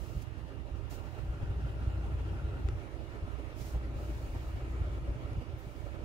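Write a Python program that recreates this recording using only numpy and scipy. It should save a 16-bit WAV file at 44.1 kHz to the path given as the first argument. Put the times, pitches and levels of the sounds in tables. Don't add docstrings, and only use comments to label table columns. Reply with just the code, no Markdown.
import sys
import numpy as np
from scipy import signal
from scipy.fft import rfft, irfft, next_fast_len
from scipy.io import wavfile
from scipy.ndimage import uniform_filter1d, map_coordinates

SR = 44100
rng = np.random.default_rng(int(sys.argv[2]) if len(sys.argv) > 2 else 0)


def file_out(sig):
    cols = np.atleast_2d(sig).T
    lim = np.clip(cols, -1, 1)
    pcm = np.round(lim * 32767).astype(np.int16)
    wavfile.write(sys.argv[1], SR, pcm)


N = 266563


def amp(db):
    return 10 ** (np.asarray(db) / 20)


def unit(x):
    return x / np.sqrt(np.mean(x ** 2) + 1e-20)


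def clock():
    return np.arange(N) / SR


def along(points, hz):
    f, v = np.transpose(points)
    return np.interp(np.log(hz + 1), np.log(f + 1), v)


def curves(rows):
    times, *columns = np.transpose(rows)
    return [np.interp(clock(), times, column) for column in columns]


def wobble(rate):
    return map_coordinates(rng.standard_normal(400), [clock() * rate], mode="wrap")


def window(start, end, rise, fall):
    t = clock()
    return np.sin(np.pi / 2 * np.clip(np.minimum((t - start) / rise, (end - t) / fall), 0, 1)) ** 2


def bells(rows, half_s):
    t = clock()
    return sum(db * np.exp(-np.minimum(((t - s) / half_s) ** 2, 20)) for s, db in rows)


def buffets(rows, half_s, lull_s, lull_share):
    return (1 + lull_share) * bells(rows, half_s) - lull_share * bells(rows, lull_s)


def filtered(x, response):
    size = next_fast_len(N + 8192)
    return irfft(rfft(x, size) * response(np.fft.rfftfreq(size, 1 / SR)), size)[..., :N]


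def coloured(x, spectrum):
    return unit(filtered(x, lambda hz: amp(along(spectrum, hz))))


def shifted(x, hz):
    analytic = signal.hilbert(x, next_fast_len(N))[:, :N]
    return np.real(analytic * np.exp(2j * np.pi * np.cumsum(hz) / SR))


def pan(db):
    return amp([[db / 2], [-db / 2]])


def late_left(hz, lag):
    return np.exp(1j * np.pi * hz * lag * np.array([[-1], [1]]))


def stereo_noise(alike, patchy_db):
    spectra = signal.stft(rng.standard_normal((2, N)), nperseg=512)[2]
    patches = uniform_filter1d(rng.standard_normal(spectra.shape[1:]), size=6, axis=0)
    patches = uniform_filter1d(patches, size=12, axis=1)
    pair = signal.istft(spectra * amp(patchy_db * unit(patches)), nperseg=512)[1][:, :N]
    turn = lambda hz: np.arccos(np.clip(along(alike, hz), -1, 1)) / 2
    mid, side = filtered(pair, lambda hz: np.array([np.cos(turn(hz)), np.sin(turn(hz))]))
    return np.array([mid + side, mid - side])


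def rotation(hz, drift):
    return 2 * np.pi * np.cumsum(hz * (1 + drift * wobble(2.9))) / SR


def cavity(x, centre, width, lag):
    resonance = lambda hz: 1j * hz * width / (centre ** 2 - hz ** 2 + 1j * hz * width)
    return unit(filtered(x, lambda hz: late_left(hz, lag) * resonance(hz) ** 2))


# t/s, rumble level/dB, hum level before its trim/dB
BOOM_LEVEL = [(0, -39.5, -43), (.55, -39.5, -42), (1.15, -39.5, -43), (1.45, -39.5, -41),
              (2.05, -38.5, -36), (2.4, -39.5, -38), (2.7, -39.5, -38.5), (2.95, -40, -44.5),
              (3.25, -39, -40), (3.8, -41.5, -38), (4.35, -40, -42.5), (4.65, -42, -38), (5.3, -38.5, -40),
              (5.72, -41.5, -47.5), (6.04, -41.5, -37)]
# multiple of the firing rate, relative level/dB
FIRING_ORDERS = [(1, -21), (2, 0), (3, -10)]
# f/Hz, relative level/dB
RUMBLE_SPECTRUM = [(12, -24), (25, -7.5), (40, -1.5), (65, 2.5), (90, 1), (122, -0.5), (150, -9.5),
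                   (200, -17.5), (400, -70)]
# start t/s, end t/s
LEFT_BASS_OPEN = [(1.232, 2.783), (3.713, 5.17)]
# f/Hz, relative level/dB
UPPER_BOOM_SPECTRUM = [(70, -25), (125, 1), (155, 1.5), (185, -9), (260, -29), (500, -120)]
# t/s, level re the running boom/dB
BASS_MOMENTS = [(.167, 4.5), (.435, 0.5), (.73, 1.5), (1.298, 4.5), (1.367, -1.5), (1.435, 7), (1.506, 6.5),
                (1.589, 2), (1.65, 1), (1.878, 4.5), (1.99, 1.5), (2.08, 4.5), (2.148, 4), (2.321, 2.5),
                (2.446, 6), (2.52, 2.5), (2.595, 3), (2.663, 5), (2.725, 4), (3.15, 1.6), (3.238, 5),
                (3.39, 0.7), (3.52, 0.5), (3.626, 1.5), (3.674, 3), (3.757, 6.5), (3.874, 4), (3.971, 7),
                (4.11, 6.5), (4.253, 3), (4.553, 7), (4.813, 5), (5.098, 7.5), (5.247, 3), (5.327, 3.5),
                (5.381, 7.5), (5.55, 3), (5.68, 2), (6.0, 2.5)]
MOMENT_HALF_S = 0.018

def engine(firing_hz=29.34, hum_trim_db=-1.5, throb_depth_db=2):
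    rumble_db, hum_db = curves(BOOM_LEVEL)
    phase = rotation(firing_hz, drift=0.0046)
    hum = sum(amp(db) * np.sqrt(2) * np.sin(k * phase) for k, db in FIRING_ORDERS)
    hum *= amp(hum_db + hum_trim_db)
    rumble = coloured(stereo_noise([(60, 0.81), (200, 0.76)], patchy_db=0.22), RUMBLE_SPECTRUM)
    rumble *= amp(rumble_db + throb_depth_db * np.sin(phase))
    upper_boom = coloured(stereo_noise([(150, 1.0)], patchy_db=1.0), UPPER_BOOM_SPECTRUM)
    upper_boom *= amp(-52.5) * window(*LEFT_BASS_OPEN[0], rise=.45, fall=.45)
    shudder_db = .8 * np.sin(rotation(6.8, drift=.15)) + 1.1 * wobble(32)
    moment_db = buffets(BASS_MOMENTS, MOMENT_HALF_S, lull_s=0.035, lull_share=0.81)
    return amp(shudder_db + moment_db) * (hum + rumble + upper_boom)


# multiple of the shaft rate, level/dB, left minus right/dB
FAN_TONES = [(1, -56.5, -2), (6, -76.5, -7), (8, -60, -4.5), (10, -73, 10)]

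def blower(shaft_hz=40.7):
    phase = rotation(shaft_hz, drift=0.0028)
    return sum(pan(side_db) * amp(db + 1.6 * wobble(9)) * np.sqrt(2) * np.sin(k * phase)
               for k, db, side_db in FAN_TONES)


# f/Hz, relative level/dB
DUCT_SPECTRUM = [(100, -18), (190, -6.5), (250, 3), (400, 0), (450, -5), (520, -3.5), (585, -3),
                 (690, -7.5), (770, -9.5), (900, -10.5), (1300, -28), (3000, -47)]

def duct_roar():
    air = stereo_noise([(220, 0.24), (400, 0.64), (620, 0.78), (900, 0.16)], patchy_db=1.44)
    return pan(-0.21) * coloured(air, DUCT_SPECTRUM)


# f/Hz, relative level/dB
GRILLE_SPECTRUM = [(400, -41), (750, -8.5), (930, 1.5), (1130, 0.5), (1500, -2), (1900, -2.5), (2100, -4.5),
                   (2900, -6.5), (3500, -9.5), (4300, -13.5), (7200, -19.5), (8100, -23.5), (9500, -21.5),
                   (12500, -28.5), (15700, -32)]

def grille_rush():
    air = stereo_noise([(900, 0.6), (2600, 0.098), (3500, 0.063), (9000, .04)], patchy_db=1.6)
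    return filtered(coloured(air, GRILLE_SPECTRUM), lambda hz: late_left(hz, lag=0.000273))


# f/Hz, width/Hz, left lag/s, level re the rush/dB, beam direction/deg, loss off the beam/(dB/deg)
CAVITIES = [(399, 58, 0.00018, 1, 19, 0.34), (578, 47, 0.00018, -4, 29, 0.22),
            (774, 74, 0.00018, -5.5, 9, 0.14), (926, 86, 0.00021, -7.5, -12, 0.2),
            (1038, 120, 0.00031, -6, 37.5, 1.5), (1230, 240, 0.00019, -7.5, -22, 0.1),
            (1650, 140, 0.00022, -15, 20, .1), (1770, 140, 0.00021, -13, -19, 0),
            (2236, 95, 0.00032, -11.5, 36, 1), (2414, 125, 0.00028, -11.5, 36, 0.5),
            (2584, 200, 0.0003, -12, 13, 0.2), (2754, 113, 0.00027, -13, 3, .12),
            (2807, 510, 0.00028, -11, -24, 0.3), (2890, 50, .00027, -13.5, 43, 1)]

def cavity_rings(eddies, mic_angle):
    rings = np.zeros((2, N))
    for centre, width, lag, db, beam, loss in CAVITIES:
        off_beam_db = loss * np.abs(mic_angle - beam)
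        rings += amp(db - off_beam_db + wobble(12)) * cavity(eddies, centre, width, lag)
    return rings


# t/s, relative level/dB, shift from its centre f/Hz
WHIRR = [(0, -9, -20), (.82, -11, 10), (.93, -5, 45), (1.12, -7, 55), (1.35, -2, 50), (2.15, -3, 40),
         (2.57, -1, 30), (2.8, -4, 0), (2.95, -9, -25), (3.15, -2.5, -30), (3.38, -3.5, -35),
         (3.55, -8, -30), (3.75, -4.5, -25), (4.35, -5, -30), (4.7, -5, -35), (5.4, -4, -35),
         (5.72, -6, -30), (6.0, -3, 0)]

def propeller_whirr(eddies, wander_hz=28.04, waver_db=2, trim_db=-1):
    level_db, shift_hz = curves(WHIRR)
    band = cavity(eddies, centre=1339, width=210, lag=0.0002)
    whirr = shifted(band, shift_hz + wander_hz * wobble(20))
    return amp(level_db + trim_db + waver_db * wobble(25)) * whirr


# t/s, level re the steady roar/dB
PUFFS = [(.096, 3), (.388, 5), (.538, 2), (.925, 8), (.993, 4), (1.187, 6.5), (1.341, 3.5), (1.43, 3.5),
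         (1.67, 4.5), (2.058, 3), (2.19, 1), (2.334, 0.5), (2.435, -0.5), (2.6, 2.5), (3.01, 3),
         (3.159, 5.5), (3.279, 3.5), (3.393, 5), (3.52, 1), (3.672, 1.5), (3.757, 3.5), (4.015, 1.5),
         (4.1, 3.5), (4.355, 4.5), (4.5, 1.5), (4.57, 3.5), (4.645, 1.5), (4.797, 2.5), (4.98, 3.5),
         (5.146, 3), (5.421, 6.5), (5.691, 4), (5.87, 4), (5.952, 6)]

def vent(mic_angle, roar_db=-50.5, rush_db=-58.5):
    roar = duct_roar()
    rush = grille_rush()
    eddies = stereo_noise([(1300, 0.89), (2800, 0.5)], patchy_db=1.34)
    rush += cavity_rings(eddies, mic_angle) + propeller_whirr(eddies)
    flutter_db = 0.73 * wobble(30)
    puff_db = buffets(PUFFS, half_s=0.015, lull_s=.042, lull_share=0.33)
    return amp(flutter_db) * (amp(roar_db + puff_db) * roar + amp(rush_db + 0.24 * puff_db) * rush)


# f/Hz, relative level/dB
CLOTH_SPECTRUM = [(800, -26), (2200, 7), (3300, 2.5), (4700, 7), (7400, 5), (8200, 0.5), (9500, 1),
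                  (11500, 1), (14000, 0), (15700, 3.5)]
# f/Hz, relative level/dB
SIZZLE_SPECTRUM = [(4000, -28), (7000, 1.5), (8500, -12), (12000, -11), (14500, -6), (15700, 1)]
# start t/s, end t/s, level/dB, rise/s, fall/s, sizzle re cloth/dB
STROKES = [(-.04, 0.274, -61.5, 0.039, 0.046, -9), (0.214, 0.236, -59, .009, .012, -30),
           (0.889, 0.995, -54, 0.026, 0.062, -2.5), (0.94, 1.5, -69, 0.028, 0.36, -14),
           (3.536, 3.82, -55, 0.072, 0.13, -19), (3.88, 4.72, -62.5, 0.18, 0.28, -9),
           (4.685, 4.76, -66, .025, .045, -18), (5.525, 6.04, -66, 0.1, 0.24, -30)]

def sleeve(ease_db=4):
    fibres = coloured(stereo_noise([(3000, 0.019)], patchy_db=.8), CLOTH_SPECTRUM)
    sizzle = coloured(rng.standard_normal((2, N)), SIZZLE_SPECTRUM)
    rub = np.zeros((2, N))
    for start, end, db, rise, fall, sizzle_db in STROKES:
        progress = np.clip((clock() - start) / (end - start), 0, 1)
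        pressure = window(start, end, rise, fall) * amp(-ease_db * progress)
        rub += amp(db) * pressure * (fibres + amp(sizzle_db) * pressure * sizzle)
    return pan(-2) * amp(0.62 * wobble(60)) * rub


# t/s, overall gain/dB, extra gain of the knock/dB
TICKS = [(0.913, -58, 2), (.925, -57.5, 4), (2.6872, -49, 7.5), (5.333, -53, -10)]
# f/Hz, relative level/dB, time to fall 60 dB/s
TRIM_MODES = [(390, 11.5, 0.014), (850, 7, 0.007), (1260, 8.5, 0.0072), (1900, 1.5, 0.0098),
              (2520, 2, 0.005), (4940, -3.5, 0.0039), (6950, -10, .005), (9000, -13, .004)]

def plastic_ticks(build_cycles=0.45, snap_t60_s=.008):
    out = np.zeros((2, N))
    t = np.arange(SR // 10) / SR
    knock = np.zeros(len(t))
    for hz, db, t60 in TRIM_MODES:
        build = 1 - np.exp(-t * hz / build_cycles)
        knock += amp(db - 60 * t / t60) * build * np.sin(2 * np.pi * hz * t)
    soften = signal.butter(2, 5000, fs=SR)
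    for start, db, knock_db in TICKS:
        burst = rng.standard_normal((2, len(t))) * amp(-60 * t / snap_t60_s)
        snap = 2.0 * signal.lfilter(*soften, burst)
        onset = round(start * SR)
        out[:, onset:onset + len(t)] += amp(db) * (snap + amp(knock_db) * knock)
    return pan(12.0) * out


def sleeve_graze():
    spectrum = [(8000, -30), (12000, -6), (14000, 0), (15000, -1.5), (17000, -20)]  # f/Hz, level/dB
    hiss = coloured(rng.standard_normal((2, N)), spectrum)
    return pan(-9) * amp(-72) * window(5.57, 5.625, rise=.02, fall=.025) * hiss


# t/s, level from nearness/dB, angle to the grille/deg
MIC_PATH = [(0, -2, -21.5), (.72, -2.5, -20.5), (1.35, 0, 0), (2.65, 0.5, 9), (2.95, -0.5, 46),
            (3.3, 0.2, 33.5), (5.3, .5, 37), (5.75, -2.5, 39), (6.04, 0, 34)]

def scene():
    near_db, mic_angle = curves(MIC_PATH)
    return (engine() + amp(near_db) * (blower() + vent(mic_angle))
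            + sleeve() + plastic_ticks() + sleeve_graze())


# f/Hz, level/dB
THIN_LEFT = [(70, -34), (140, -29), (210, -7), (280, -1), (370, -3), (700, -0.5)]

def record(dry, fully_open_db=3.5, fade_s=0.013, top_hz=15720):
    stretches = sum(window(start, end, rise=fade_s, fall=fade_s) for start, end in LEFT_BASS_OPEN)
    brief_returns = bells(BASS_MOMENTS, MOMENT_HALF_S) / fully_open_db
    bass_on = np.clip(stretches + brief_returns, 0, 1)
    thin = filtered(dry[0], lambda hz: amp(along(THIN_LEFT, hz)))
    left = thin + bass_on * (dry[0] - thin)
    return filtered(np.array([left, dry[1]]), lambda hz: hz < top_hz)


dry = scene()
out = record(dry)
file_out(out)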